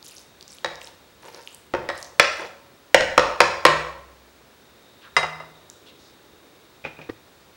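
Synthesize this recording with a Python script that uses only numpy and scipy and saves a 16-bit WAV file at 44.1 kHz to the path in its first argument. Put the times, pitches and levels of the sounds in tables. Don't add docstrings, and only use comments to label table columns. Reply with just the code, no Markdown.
import sys
import numpy as np
from scipy import signal
from scipy.io import wavfile

SR = 44100
rng = np.random.default_rng(int(sys.argv[2]) if len(sys.argv) > 2 else 0)


def digitize_waveform(pressure):
    field = np.atleast_2d(pressure).T
    bounded = np.clip(field, -1, 1)
    quanta = np.round(bounded * 32767).astype(np.int16)
    wavfile.write(sys.argv[1], SR, quanta)


N = 333396
TIME = np.arange(N) / SR


def amp(db):
    return 10 ** (np.asarray(db) / 20)


def unit_rms(x):
    return x / np.sqrt(np.mean(x ** 2) + 1e-20)


def lookup(table, hz, column=1):
    columns = np.transpose(table)
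    return np.interp(np.log(hz + 1), np.log(columns[0]), columns[column])


def add(mix, start_s, sound):
    part = mix[max(round(start_s * SR), 0):][:len(sound)]
    part += sound[:len(part)]


def colour(x, db_at, size=4096):
    hz = abs(np.fft.fftfreq(size, 1 / SR))
    log_gain = np.log(amp(db_at(hz)) + 1e-6)
    response = np.exp(np.conj(signal.hilbert(log_gain)))
    taps = np.fft.ifft(response).real
    return signal.oaconvolve(x, taps[:size // 2])[:len(x)]


def bell(hz, centre_hz, octaves):
    return 1 / (1 + (np.log2((hz + 1) / centre_hz) / octaves) ** 2)


def shelf(hz, corner_hz):
    return hz ** 2 / (hz ** 2 + corner_hz ** 2)


def noise_band(centre_hz, octaves, depth_db, samples=N):
    noise = rng.standard_normal(samples)
    return unit_rms(colour(noise, lambda hz: depth_db * bell(hz, centre_hz, octaves)))


def burst(t, t60_s):
    noise = rng.standard_normal(len(t)) * amp(-60 * t / t60_s)
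    return noise / np.linalg.norm(noise)


def grains(per_s, spread_db):
    clicks = (rng.random(N) < per_s / SR) * rng.choice([-1, 1], N)
    return clicks * amp(spread_db * np.minimum(rng.exponential(1, N), 3))


def swell(start_s, end_s, db, rise_s, fade_db_per_s):
    rise = np.clip(1 + (TIME - start_s) / rise_s, 0, 1)
    return rise * amp(db - fade_db_per_s * np.maximum(TIME - end_s, 0))


def mode(t, hz, db, t60_s):
    return amp(db - 60 * t / t60_s) * np.sin(2 * np.pi * hz * t)


def strike(modes, clack_eq, clack_db, clack_t60_s, impact, vary_db=1.5):
    t = TIME[:SR]
    signs = (-1) ** np.arange(len(modes))
    weights = signs * amp(vary_db * rng.uniform(-1, 1, len(modes)))
    ring = sum(weight * mode(t, *row) for weight, row in zip(weights, modes))
    contact = impact * (t == 0) + burst(t, clack_t60_s)
    return ring + amp(clack_db) * colour(contact, lambda hz: lookup(clack_eq, hz))


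def blows(hits, modes, clack_eq, clack_db, clack_t60_s, impact, clack_per_db=0):
    out = np.zeros(N)
    for time_s, force_db, treble_db in hits:
        blow = strike(modes, clack_eq, clack_db + clack_per_db * force_db, clack_t60_s, impact)
        add(out, time_s, amp(force_db) * colour(blow, lambda hz: treble_db * shelf(hz, 2630)))
    return out


# (frequency [Hz], t60 [s], level [dB])
REVERB_BANDS = [(80, 0.65, 5), (250, 0.4, -3.5), (630, 0.75, 0.5), (2000, 0.58, 0), (5000, 0.54, -0.5),
                (9190, 0.58, -0.5), (14900, 0.18, -6.5)]

def kitchen(x, delay_s=0.0034, build_s=0.004):
    reflections = rng.standard_normal(SR) * (rng.random(SR) < 0.2)
    hz, t, bands = signal.stft(reflections, SR, nperseg=256)
    t60_s = lookup(REVERB_BANDS, hz)[:, None]
    band_db = lookup(REVERB_BANDS, hz, column=2)[:, None]
    bands = bands * amp(band_db - 60 * t / t60_s) / np.sqrt(t60_s)
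    tail = signal.istft(bands, SR, nperseg=256)[1][:SR]
    tail *= 1 - np.exp(-np.maximum(TIME[:SR] - delay_s, 0) / build_s)
    return amp(-3) * signal.fftconvolve(x, tail / np.linalg.norm(tail))[:len(x)]


# (frequency [Hz], level [dB])
AIR_EQ = [(15, -38), (25, -29), (64, -6), (134, -7), (277, -7.5), (545, -6.5), (677, -9.5), (936, -11),
          (1130, -11), (1520, -12.5), (2990, -17.5), (3720, -17.5), (4250, -18), (14800, -32), (16000, -9)]

def room_air():
    air = colour(rng.standard_normal(N), lambda hz: lookup(AIR_EQ, np.minimum(hz, 14000)), size=16384)
    return amp(-54) * unit_rms(air)


def monitor_whine(line_hz=15734):
    return amp(-66.5) * unit_rms(np.sin(2 * np.pi * line_hz * TIME))


def burner():
    flare = swell(start_s=5.94, end_s=6.43, db=-63.5, rise_s=0.91, fade_db_per_s=41.5)
    return (amp(-66) + flare) * noise_band(350, octaves=1.4, depth_db=50)


# (start [s], end [s], level [dB])
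HISS_SPELLS = [(0, 0.493, -69), (4.897, 5.6, -65)]

def pot_hiss():
    spells = sum(swell(*spell, rise_s=0.4, fade_db_per_s=5.5) for spell in HISS_SPELLS)
    return (amp(-73.5) + spells) * noise_band(3720, octaves=0.17, depth_db=36)


# (start [s], end [s], level [dB], centre [Hz])
SWISH_SPANS = [(5.003, 5.075, -52.5, 2960), (5.02, 5.104, -49, 1390), (5.85, 5.918, -51.5, 3330),
               (5.954, 6.129, -59, 4830)]

def swishes():
    out = np.zeros(N)
    for start_s, end_s, db, hz in SWISH_SPANS:
        rub = noise_band(hz, octaves=1.1, depth_db=45, samples=round((end_s - start_s) * SR))
        add(out, start_s, amp(db) * rub * signal.windows.tukey(len(rub), 0.7))
    return out


# (time [s], force [dB], treble [dB])
THUMP_HITS = [(7.0915, -8, -18), (7.096, -2, -1)]
# (frequency [Hz], level [dB], t60 [s])
THUMP_MODES = [(108, -33.5, 0.17), (340, -33, 0.026), (458, -31, 0.059), (1900, -26, 0.038)]
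# (frequency [Hz], level [dB])
THUMP_EQ = [(30, -39), (90, -14), (400, 7), (900, -2), (1700, -5), (2300, -14), (5000, -20), (8000, -43)]

def dull_thump():
    return blows(THUMP_HITS, THUMP_MODES, THUMP_EQ, clack_db=8, clack_t60_s=0.038, impact=0.4)


# (time [s], force [dB], treble [dB])
KNOB_HITS = [(6.8405, -13, 3), (6.85, 0, -5.5), (6.989, -7.5, -21), (7.0145, -17.5, 5.5)]
# (frequency [Hz], level [dB], t60 [s])
KNOB_AND_ROOM_MODES = [(151, -39, 0.36), (326, -49, 0.063), (561, -31, 0.11), (2300, -24, 0.018),
                       (2480, -20, 0.041), (2720, -40, 0.013)]
# (frequency [Hz], level [dB])
KNOB_EQ = [(35, -17), (150, 0), (600, 1), (1200, -5), (2500, 0.5), (3500, -11), (6000, -21), (12000, -64)]

def stove_knob():
    return blows(KNOB_HITS, KNOB_AND_ROOM_MODES, KNOB_EQ, clack_db=8.5, clack_t60_s=0.14, impact=0.16)


# (time [s], force [dB], treble [dB])
DISH_HITS = [(5.1657, -0.5, 1.5), (5.2305, -6, -10.5), (5.4012, -19.5, -14.5)]
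# (frequency [Hz], level [dB], t60 [s])
DISH_AND_ROOM_MODES = [(78.6, -45, 0.46), (158.1, -38.5, 0.73), (640, -27, 0.33), (734, -28, 0.27),
                       (1144, -18, 0.054), (1227, -15.5, 0.062), (1650, -20, 0.053), (2049, -9, 0.071),
                       (2790, -20, 0.091), (3830, -23, 0.15), (4960, -29.5, 0.17), (5070, -14, 0.028),
                       (6130, -37, 0.084), (6600, -46, 0.42), (7400, -41, .09), (7660, -42, 0.12),
                       (8780, -34, 0.071), (9216, -44, 0.16), (10240, -48, 0.1), (11700, -50, .08)]
# (frequency [Hz], level [dB])
DISH_EQ = [(60, -21), (250, -17.5), (450, 0.5), (1100, 5), (1900, -0.5), (3000, -9), (5200, -13.5),
           (9000, -26.5), (15000, -60)]

def spatula_on_dish():
    return blows(DISH_HITS, DISH_AND_ROOM_MODES, DISH_EQ,
                 clack_db=21.5, clack_t60_s=0.13, impact=0.36, clack_per_db=0.04)


# (start [s], end [s], level [dB])
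DRAG_SPANS = [(0.875, 0.902, -50), (1.219, 1.311, -44), (1.321, 1.423, -46), (2.377, 2.472, -36.5)]
# (frequency [Hz], level [dB])
DRAG_EQ = [(88, -37), (150, -9.5), (228, -21), (356, 2.5), (435, -4), (477, 4.5), (794, -6), (913, 5),
           (1260, -10.5), (1360, -5.5), (6000, -19.5), (7800, -43.5), (13200, -120)]

def blade_drags():
    slips = grains(per_s=840, spread_db=3.5)
    rub = unit_rms(colour(slips, lambda hz: lookup(DRAG_EQ, hz)))
    out = np.zeros(N)
    for start_s, end_s, db in DRAG_SPANS:
        part = rub[(TIME > start_s) & (TIME < end_s)]
        add(out, start_s, amp(db) * part * signal.windows.tukey(len(part), 0.4))
    return out


# (start [s], end [s], relative level [dB])
STROKE_SPANS = [(0.049, .19, -47), (.495, 0.55, -49.5), (0.818, 0.857, -45.5), (1.228, 1.555, -55),
                (1.958, 2.05, -49.5), (2.321, 2.46, -53)]
# (frequency [Hz], level [dB])
SQUELCH_EQ = [(880, -40), (1500, -10), (1750, -1), (2160, -10), (3430, -9.5), (5450, -2), (12100, -15.5),
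              (15000, -28)]

def paste_squelch():
    envelope = sum(swell(*stroke, rise_s=0.014, fade_db_per_s=340) for stroke in STROKE_SPANS)
    crackle, t = np.zeros(N), TIME[:SR // 100]
    for hz in np.geomspace(2200, 13500, num=24):
        cycles = hz * t
        film = np.sin(2 * np.pi * cycles) * cycles * np.exp(-cycles / 1.6)
        snaps = signal.oaconvolve(grains(per_s=45, spread_db=5), film)[:N]
        crackle += amp(lookup(SQUELCH_EQ, hz)) * np.sqrt(hz) * unit_rms(snaps)
    return amp(-1) * envelope * unit_rms(crackle)


# (time [s], relative level [dB], pitch [Hz])
AIR_POCKETS = [(0.0276, -24, 4550), (0.084, -32, 10800), (.174, -36, 5240), (0.4101, -23.5, 4180),
               (0.427, -23.5, 4550), (0.4797, -25.5, 5700), (0.585, -25.5, 3200), (0.7564, -24, 4670),
               (0.816, -20, 2760), (0.8729, -23, 3680), (1.3467, -25, 5000), (1.4746, -16, 2820),
               (1.547, -27, 9000), (1.978, -27, 7440), (2.0278, -17.5, 5500), (2.046, -23, 5300),
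               (2.371, -34, 7500), (5.7002, -25.5, 6430)]

def paste_pops(depth_db=34, octaves=0.8):
    out, t = np.zeros(N), TIME[:SR // 20]
    for time_s, db, pitch_hz in AIR_POCKETS:
        tear = (t == 0) + 0.38 * burst(t, t60_s=0.0081)
        snap = colour(tear, lambda hz: depth_db * (bell(hz, pitch_hz, octaves) - 1))
        add(out, time_s, amp(db + 15.5) * snap)
    return out


# (time [s], force [dB], bass [dB], treble [dB], focus [Hz], focus lift [dB],
# wall ping [Hz], ping level [dB], rebound delay [s], relative rebound force [dB])
POT_HITS = [ (0.6458, -18.5, 4.5, 2, 1900, 7.5, 3827, -5.5, .014, -10),
            (1.738, -14.5, 2.5, -15.5, 540, 3, 349, -4.5, 0.011, -2),
            (1.8895, -18, 2, -3.5, 1900, 4.5, 3830, -19, 0.011, -4.5),
            (2.197, 0, -6, 2, 2260, 10.5, 3423, -12, 0.01, -26.5),
            (2.945, 1.5, -2, 0.5, 1788, 4, 538, -6, 0.063, -14.5),
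            (3.1785, 0.5, -2, -5.5, 1300, 5, 520, -8.5, .0158, -9),
            (3.4042, 1, -3, -1.5, 940, 4, 4760, -19.5, .012, -9),
            (3.6521, 2, 0.5, 0.5, 1130, 3, 508, -14.5, .0134, -10)]
# (frequency [Hz], level [dB], t60 [s])
KNOCK_MODES = [(64.4, -48, 1.71), (86.5, -45.5, 0.93), (155, -37.5, 0.6), (195, -40.5, 0.71),
               (341.7, -21.5, .18), (497.6, -11.5, 0.064), (568, -5.5, 0.051), (560, -44.5, 1.6),
               (614, -32, 0.55), (714, -12, 0.053), (919.6, -12, 0.078), (1047, -10, 0.05),
               (1372, -17.5, .07), (1470, -15.5, 0.053), (1740, -35, .6), (1826, -12.5, 0.055),
               (2026, -23.5, 0.038), (2146, -14.5, 0.031), (2576, -20.5, 0.021), (3302, -16, 0.043),
               (4040, -29.5, 0.12), (5300, -13, 0.025), (5625, -26, 0.067), (6970, -21, 0.012),
               (7976, -25.5, 0.0068)]
# (frequency [Hz], level [dB])
WOOD_EQ = [(50, -24), (130, -20.5), (260, -9.5), (480, 3.5), (750, 1), (1100, 2), (1900, 3), (3000, -4.5),
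           (5300, -10), (8000, -20), (12000, -34.5), (16000, -49)]

def spatula_on_pot(knock_room_db=-6.5, rebound_room_db=-2):
    out = np.zeros(N)
    for (time_s, force_db, bass_db, treble_db, focus_hz, lift_db,
         ping_hz, ping_db, rebound_s, rebound_db) in POT_HITS:
        def contact_db(hz):
            tilt_db = bass_db * (1 - shelf(hz, 710)) + treble_db * shelf(hz, 2800)
            return tilt_db + lift_db * bell(hz, focus_hz, octaves=0.185)

        ping = mode(TIME[:SR], ping_hz, ping_db, t60_s=0.06)
        knock = (time_s, force_db, knock_room_db)
        rebound = (time_s + rebound_s, force_db + rebound_db, rebound_room_db)
        for start_s, db, room_db in (knock, rebound):
            blow = strike(KNOCK_MODES, WOOD_EQ, clack_db=24, clack_t60_s=0.028, impact=0.9)
            blow = amp(db) * (colour(blow, contact_db) + ping)
            add(out, start_s, blow + amp(room_db) * kitchen(blow))
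    return out


def scene():
    dish, knob, thump = spatula_on_dish(), stove_knob(), dull_thump()
    handling = paste_pops() + paste_squelch() + blade_drags() + swishes()
    reverb = kitchen(amp(-8) * (dish + knob) + amp(-19) * thump + amp(-6.5) * handling)
    knocks = spatula_on_pot()
    background = room_air() + pot_hiss() + burner() + monitor_whine()
    return (knocks + dish + knob + thump + handling + reverb + background)[None]


def record(dry, cutoff_hz=16500):
    clipped = np.clip(dry, -1, 1)
    lowpass = signal.firwin(255, cutoff_hz, window=("kaiser", 8), fs=SR)
    return signal.oaconvolve(clipped, lowpass[None], "same")


dry = scene()
out = record(dry)
digitize_waveform(out)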